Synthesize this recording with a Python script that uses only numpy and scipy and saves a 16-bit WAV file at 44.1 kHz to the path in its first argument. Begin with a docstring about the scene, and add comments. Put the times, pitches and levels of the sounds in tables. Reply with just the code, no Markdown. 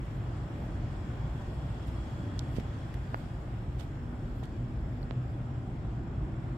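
"""Edge of a park at night: distant city traffic, a deep rumble and a wash of tyres, swells as four vehicles pass.
The traffic is shaped noise in two loosely alike ports, with wavering tones for engine notes.
The hand-held microphone moves along the bushes: filtered pulses click and short noise swells brush close by.
Some machine, perhaps a cooling compressor, hums in harmonics and rattles in resonant noise faintly behind.
Fingers on the casing add a very faint fizz."""
import sys
import numpy as np
from scipy import signal
from scipy.fft import rfft, irfft
from scipy.io import wavfile
from scipy.ndimage import uniform_filter1d

SR = 44100
rng = np.random.default_rng(int(sys.argv[2]) if len(sys.argv) > 2 else 0)


def waveform_to_disk(signal):
    """Save audio, clipped to [-1, 1], as 16-bit WAV at the path in sys.argv[1]."""
    frames = np.transpose(np.atleast_2d(signal))
    scaled = np.clip(frames, -1, 1) * 32767
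    samples = np.round(scaled).astype(np.int16)
    wavfile.write(sys.argv[1], SR, samples)


N = 290029
TIME, BINS = np.arange(N) / SR, np.fft.rfftfreq(N, 1 / SR)  # seconds, Hz

# Levels of the steady stream of far vehicles and of the town's hiss (dB rms)
STREAM_RUMBLE_DB, STREAM_DRONE_DB, STREAM_TYRES_DB, STREAM_HISS_DB = -37.5, -49, -52, -69
# Time from a vehicle's nearest point to half power (s)
RUMBLE_PASS_S, ENGINE_PASS_S, TYRE_PASS_S = 0.68, 0.34, 0.62
# How layers follow the far treble (dB per dB; for the tilt, dB per octave per dB)
TYRES_FOLLOW, HISS_FOLLOW, TILT_FOLLOW = 0.26, 0.74, 0.17
TYRES_TILT_DB = 0.45  # mean brightness of the tyres (dB per octave)
FLUTTER_DB = 1.3  # rms flutter of the engine notes and of the machine's high tones

# Colours of the far traffic and the town's hiss. Each row: frequency in Hz, relative level in dB per Hz.
RUMBLE_COLOUR = [(8, -26), (15, -25), (23, -17), (38, -2), (58, 4), (72, -2), (97, 0), (121, 2.5),
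                 (150, -3), (175, -11.5), (300, -33.5), (2000, -100)]
DRONE_COLOUR = [(50, -38.5), (140, -4.5), (190, 4), (280, 1), (350, -1), (420, -15), (600, -41),
                (3000, -94)]
TYRE_COLOUR = [(150, -20.5), (300, 0.5), (430, 0), (500, -2), (700, -1), (950, -5.5), (1500, -9),
               (2400, -18.5), (3500, -26.5), (4100, -30), (6000, -55.5), (16000, -84)]
HISS_COLOUR = [(200, -20), (3300, 4.5), (4000, -2.5), (4700, -0.5), (5200, -3.5), (5900, -8), (6800, -5),
               (8600, -6), (9500, -17.5), (10500, -12.5), (11400, -32), (12600, -15.5), (15700, -23)]
# Vehicles that stand out of the stream.
# Each row: time when nearest in seconds, then levels of rumble, drone and tyres in dB rms.
VEHICLE_PASSES = [(0.703, -41.5, -49, -55.5), (2.399, -45, -47, -74), (4.45, -61, -49, -70),
                  (6.148, -39.5, -45.5, -54.5)]
# Engine notes that come and go.
# Each row: time when loudest in seconds, level in dB rms, pitch in Hz, swell in seconds, rms wavering in Hz.
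ENGINE_NOTES = [(.75, -54, 317, 0.34, 3), (.9, -63, 587, 0.49, 1.5), (1.85, -43, 57.84, .25, 3),
                (2.0, -62, 587, 0.22, 1.5), (2.3, -51, 290.7, 0.15, 8), (4.6, -51.5, 242.5, .6, 1.5),
                (5.45, -45, 119.7, 0.34, 4), (5.95, -65.5, 775, 0.46, 1.44), (6.0, -54.5, 243, .3, 1.9),
                (6.35, -55, 322, 0.2, 7)]


def traffic():
    """Engines merge into rumble and drone under tyres and the town's hiss; passing vehicles swell all but the hiss."""
    treble_db = exposure()
    when, rumble_db, drone_db, tyre_db = np.transpose(VEHICLE_PASSES)

    rumble = street_noise(RUMBLE_COLOUR, patchy_db=0.54)
    rumble = rumble * flow(STREAM_RUMBLE_DB, when, rumble_db, RUMBLE_PASS_S)

    drone = street_noise(DRONE_COLOUR, patchy_db=0.3)
    drone = drone * flow(STREAM_DRONE_DB, when, drone_db, ENGINE_PASS_S)

    tyre_tilt_db = TYRES_TILT_DB + TILT_FOLLOW * treble_db
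    tyres = street_noise(TYRE_COLOUR, patchy_db=1.0, tilt_db=tyre_tilt_db)
    tyres = tyres * flow(STREAM_TYRES_DB, when, tyre_db, TYRE_PASS_S)
    tyres = tyres * amp(TYRES_FOLLOW * treble_db)

    hiss = street_noise(HISS_COLOUR, patchy_db=2.0)
    hiss = hiss * amp(STREAM_HISS_DB + HISS_FOLLOW * treble_db)

    notes = sum(engine_note(*row) for row in ENGINE_NOTES)
    return rumble + drone + tyres + hiss + notes


def engine_note(s, db, hz, swell_s, width_hz, waver_hz=6.01, doppler=0.004):
    """An engine's note swells out of the drone and fades, wavering and sinking a little as the vehicle goes by."""
    way = (TIME - s) / swell_s
    pitch = hz * (1 - doppler * np.tanh(way)) + width_hz * drift(waver_hz)
    gain = amp(db + FLUTTER_DB * drift(waver_hz)) / np.hypot(1, way ** 2)
    return np.sqrt(2) * gain * np.cos(2 * np.pi * np.cumsum(pitch) / SR)


def flow(stream_db, times, levels_db, pass_s):
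    """Gain of a steady stream and the passing vehicles, added in power."""
    power = amp(stream_db) ** 2
    for s, db in zip(times, levels_db):
        power = power + (amp(db) * nearness(s, pass_s)) ** 2
    return np.sqrt(power)


def nearness(s, pass_s):
    """Gain of a vehicle on a straight road: one over its distance, 1 when nearest."""
    return 1 / np.hypot(1, (TIME - s) / pass_s)


# Far treble as the microphone is moved along the bushes; only its departure from the mean is heard.
# Each row: time in seconds, level in dB.
TREBLE_CURVE = [(0.0, -61), (2.27, -58.5), (2.8, -59), (3.5, -63.5), (6.05, -67), (6.58, -65.5)]


def exposure():
    """How open the microphone is to the far treble (dB about its mean)."""
    level_db = at_time(TREBLE_CURVE, TIME)
    return level_db - level_db.mean()


# Likeness of the microphone's two ports. Each row: frequency in Hz, correlation.
PORT_LIKENESS = [(30, .98), (170, .98), (350, .9), (700, .55), (1250, -.05), (2500, .2), (5000, .03),
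                 (15000, 0)]
# Balance of the two ports. Each row: frequency in Hz, left minus right in dB.
PORT_BALANCE = [(50, 0), (400, 0.5), (800, -.6), (1400, 0.7), (4500, 0.5), (6500, 5), (8500, 0), (10500, 6),
                (12000, 5), (15000, -3)]


def street_noise(spectrum, patchy_db, tilt_db=0):
    """Diffuse noise at two close ports, alike mostly in the bass, with drifting patches and a tilt per octave."""
    hz, t, z = signal.stft(rng.standard_normal((2, N)), SR, nperseg=1024, noverlap=768)
    patches = rng.standard_normal(z.shape[1:])
    patches = uniform_filter1d(patches, size=10, axis=0)  # smooth over frequency
    patches = unit(uniform_filter1d(patches, size=22, axis=1))  # and over time
    octaves = np.log2(np.clip(hz, 400, 5000) / 800)[:, None]
    tilt = octaves * np.interp(t, TIME, tilt_db * np.ones(N))
    z = z * amp(patchy_db * patches + tilt)
    a, b = rfft(signal.istft(z, SR, nperseg=1024, noverlap=768)[1][:, :N])

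    same = np.clip(at_freq(PORT_LIKENESS, BINS), -1, 1)
    mid, side = a * np.sqrt(1 + same), b * np.sqrt(1 - same)
    lean = amp(at_freq(PORT_BALANCE, BINS) / 2)
    ports = np.array([(mid + side) * lean, (mid - side) / lean])
    pair = irfft(ports * amp(at_freq(spectrum, BINS)), N)
    return pair / np.sqrt(np.mean(pair.mean(0) ** 2))  # the mean of the ports has rms 1


# Small clicks and knocks, close by, of twigs and of the casing under the fingers.
# Each row: start in seconds, peak in dB, low and high band edges in Hz, slopes below and above the band
# in dB per octave, left minus right in dB, lag of the left port in ms.
CLICK_EVENTS = [(1.8738, -45, 11500, 13000, -18, -13, -10, 0.018),
                (1.8805, -52, 9000, 11500, -20, -20, -5, 0.024),
                (2.3928, -26, 3400, 6850, -42, -25, -23, 0.063),
                (2.5837, -23.5, 190, 607, -13, -36, -17, 0.059), (2.5692, -45, 2800, 5000, -16, -18, -9, 0),
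                (2.5990, -40, 1200, 5000, -15, -24, 4, 0), (2.9423, -38.5, 1760, 2500, -16, -13, 0, 0),
                (2.9430, -48.5, 10800, 12800, -40, -85, -10, 0.033),
                (3.1440, -39, 376, 600, -15, -24, -2, 0.2), (3.1443, -18.5, 960, 1420, -9, -21, -2.5, 0.41),
                (3.1448, -46, 4400, 4950, -52, -60, -1, 0.46),
                (3.1450, -54, 12000, 14000, -32, -50, -12, 0.057), (4.429, -36, 400, 900, -21, -21, -15, 0),
                (4.456, -46, 4500, 10000, -18, -18, -16, 0.019),
                (5.0282, -50.5, 4180, 4550, -90, -90, -6, 0.044),
                (5.0285, -56, 10500, 14000, -40, -30, -10, 0.03),
                (5.0306, -49, 4150, 4550, -90, -85, -5, 0.098),
                (5.1096, -26.5, 450, 4000, -10, -28, -26, 0.042)]


def clicks(tilt_db=-6.5):
    """Each click is one short push in its own band, tilted per octave; steep skirts make it ring briefly."""
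    out, size = np.zeros((2, N)), 2048
    hz = abs(np.fft.fftfreq(size, 1 / SR)) + 1
    for s, db, low_hz, high_hz, below_db, above_db, side_db, lag_ms in CLICK_EVENTS:
        inside = np.clip(hz, low_hz, high_hz)
        skirt_db = np.where(hz < low_hz, below_db, above_db) * abs(np.log2(hz / inside))
        colour_db = tilt_db * np.log2(inside / low_hz) + skirt_db
        log_gain = np.log(amp(np.maximum(colour_db, -80)))
        # minimum phase: sharp front, short tail
        pulse = np.fft.ifft(np.exp(np.conj(signal.hilbert(log_gain)))).real
        pulse = pulse / abs(pulse).max()
        starts = round(s * SR) + np.array([round(lag_ms * SR / 1000), 0])
        for port, start, gain in zip(out, starts, panned(side_db)):
            port[start:start + size] += amp(db) * gain * pulse
    return out


def scattered(x, wet_db=-17, t60=0.062):
    """Ground, wall and foliage add a faint, short tail."""
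    t = np.arange(SR // 5) / SR
    tail = rng.standard_normal((2, len(t))) * amp(-60 * t / t60)
    tail /= np.linalg.norm(tail, axis=1, keepdims=True)
    return x + amp(wet_db) * signal.fftconvolve(x.mean(0)[None], tail, axes=1)[:, :N]


# Sprigs or cloth brushing past, close to the microphone.
# Each row: time when strongest in seconds, level in dB rms, rise and fall in seconds, left minus right in dB.
BRUSH_EVENTS = [(1.880, -60, .004, .02, -12), (2.567, -52, 0.013, .018, -10), (2.600, -53, .002, 0.0062, 6),
                (2.945, -58, .005, .008, 1), (3.19, -62.5, 0.047, 0.11, -1),
                (3.799, -51, 0.008, 0.025, -14), (4.436, -52.5, .004, 0.011, -16)]
# Colour of the brushing. Each row: frequency in Hz, relative level in dB per Hz.
BRUSH_SPECTRUM = [(200, -35), (600, 16), (2200, 14.5), (3500, 15.5), (6000, 6), (8000, 6.5), (10000, -4),
                  (12500, -3), (15500, -7)]


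def brushes(slip_spread_db=3.5):
    """Dense, tiny slips that catch quickly and trail off."""
    slips = rng.standard_normal((2, N)) * amp(slip_spread_db * drift(1200))
    grit = coloured(slips, BRUSH_SPECTRUM)
    gain = np.zeros((2, N))
    for s, db, rise_s, fall_s, side_db in BRUSH_EVENTS:
        gain += amp(db) * panned(side_db) * swell(s, rise_s, fall_s)
    return grit * gain


CYCLE_HZ = 24.47  # the machine's cycle
# Tones of the faint machine, before their slow changes. Each row: multiple of its cycle, level in dB rms.
HUM_TONES = [(5, -50), (10, -60), (22, -70), (24, -71), (32, -75), (43, -77), (64, -80), (77, -79),
             (114, -87.5), (124, -90), (134, -88), (135, -89), (136, -89), (137, -81), (220, -94),
             (221, -96), (302, -95), (443, -104)]
# Gain of its high tones; lower tones and the rattle follow in part. Each row: time in seconds, gain in dB.
WHINE_CURVE = [(0, 1), (.7, 2), (1.3, 6.5), (2.1, 10), (2.9, 7), (3.3, -4), (4.3, -3.5), (6.58, -6.5)]
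# Knocks within one cycle. Each row: share of the cycle, relative level in dB.
CYCLE_KNOCKS = [(0.123, -4.5), (0.472, -4.5), (0.621, -2), (0.869, -6.5)]
# Resonances of the loose panel, before balance and slow changes.
# Each row: frequency in Hz, width in Hz, level in dB rms.
PANEL_RINGS = [(3340, 90, -79), (5370, 170, -78.5), (7410, 90, -80.5)]


def machine(waver_db=0.5, speed_wander=0.00067, knock_length=0.19):
    """A hum whose high tones flutter, and a loose panel that rattles a few times in every cycle."""
    turns = np.cumsum(CYCLE_HZ * (1 + speed_wander * drift(1.67))) / SR
    whine_db = at_time(WHINE_CURVE, TIME)
    hum = np.zeros((2, N))
    for order, db in HUM_TONES:
        # high tones are shaded by the hand and reach the ports out of step
        treble = min(order / 120, 1)
        arrival = np.array([[.5], [-.5]]) * treble * drift(1.0)
        tone = np.sqrt(2) * np.cos(2 * np.pi * (round(order) * turns + rng.random()) + arrival)
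        shading_db = treble * (whine_db + FLUTTER_DB * drift(7))
        hum += amp(db + shading_db + waver_db * drift(0.76)) * tone

    # each knock decays to 1/e in knock_length of a cycle
    blows = sum(amp(db) * np.exp(-((turns - share) % 1) / knock_length) for share, db in CYCLE_KNOCKS)
    chatter = rfft(blows * rng.standard_normal((2, N)))
    rattle = np.zeros((2, N))
    for hz, width, db in PANEL_RINGS:
        resonance = 1 / (1 + 1j * (BINS - hz) / width) ** 2
        rattle += amp(db) * unit(irfft(chatter * resonance, N))
    return hum + rattle * panned(2.0) * amp(0.32 * whine_db)


# Rubs of the fingers on the microphone's casing. Each row: time when strongest in seconds, level in dB rms.
FINGER_RUBS = [(.17, -78), (.65, -77), (1.39, -82), (1.9, -81), (2.56, -75), (3.2, -78), (3.83, -74),
               (4.39, -80)]
# Colour of the faint rubbing. Each row: frequency in Hz, relative level in dB per Hz.
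FIZZ_COLOUR = [(500, -42), (6000, -18), (9500, -19), (11000, -2), (12800, -5.5), (14500, -7.5),
               (15700, -14.5)]


def grip(level_db=-85, settle_db=8, unrest_db=2, grain_db=3):
    """Fingers shift on the casing: a faint, restless fizz that swells with each rub and settles with the hand."""
    slips = rng.standard_normal((2, N)) * amp(unrest_db * drift(3.4) + grain_db * drift(500))
    resting = amp(level_db - settle_db * (TIME / TIME[-1]) ** 2)
    rubbing = sum(amp(db) * swell(s, rise_s=0.074, fall_s=0.041) for s, db in FINGER_RUBS)
    return np.hypot(resting, rubbing) * panned(-22.0) * coloured(slips, FIZZ_COLOUR)


def swell(s, rise_s, fall_s):
    """Gain that climbs to 1 at s and dies away after it."""
    return np.exp(-np.maximum((s - TIME) / rise_s, (TIME - s) / fall_s))


def coloured(x, spectrum):
    """Filters noise to a spectrum and scales it to rms 1."""
    return unit(irfft(rfft(x) * amp(at_freq(spectrum, BINS)), N))


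def drift(rate_hz):
    """Random wandering of rms 1, low-passed with a Gaussian curve."""
    return unit(irfft(rfft(rng.standard_normal(N)) * np.exp(-(BINS / rate_hz) ** 2), N))


def panned(side_db):
    """Left and right gains whose mean is 1, from left minus right in dB."""
    pair = amp(np.array([[side_db], [-side_db]]) / 2)
    return pair / pair.mean()


def amp(db):
    """Decibels to gain."""
    return 10 ** (np.asarray(db) / 20)


def unit(x):
    """Scales to rms 1."""
    return x / np.sqrt(np.mean(x ** 2) + 1e-20)


def at_freq(points, hz):
    """Reads a spectrum on a log-frequency axis."""
    f, value = np.transpose(points)
    return np.interp(np.log(hz + 1), np.log(f + 1), value)


def at_time(points, t):
    """Reads a curve over time."""
    return np.interp(t, *np.transpose(points))


def scene():
    """The far town and its traffic, the near handling sounds and the faint machine."""
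    return traffic() + scattered(clicks()) + brushes() + machine() + grip()


def record(dry):
    """The recorder's band limit: a steep low-pass at 15760 Hz."""
    lowpass = signal.firwin(1023, 15760, window=("kaiser", 9), fs=SR)
    return signal.oaconvolve(dry, lowpass[None], "same")


dry = scene()
out = record(dry)
waveform_to_disk(out)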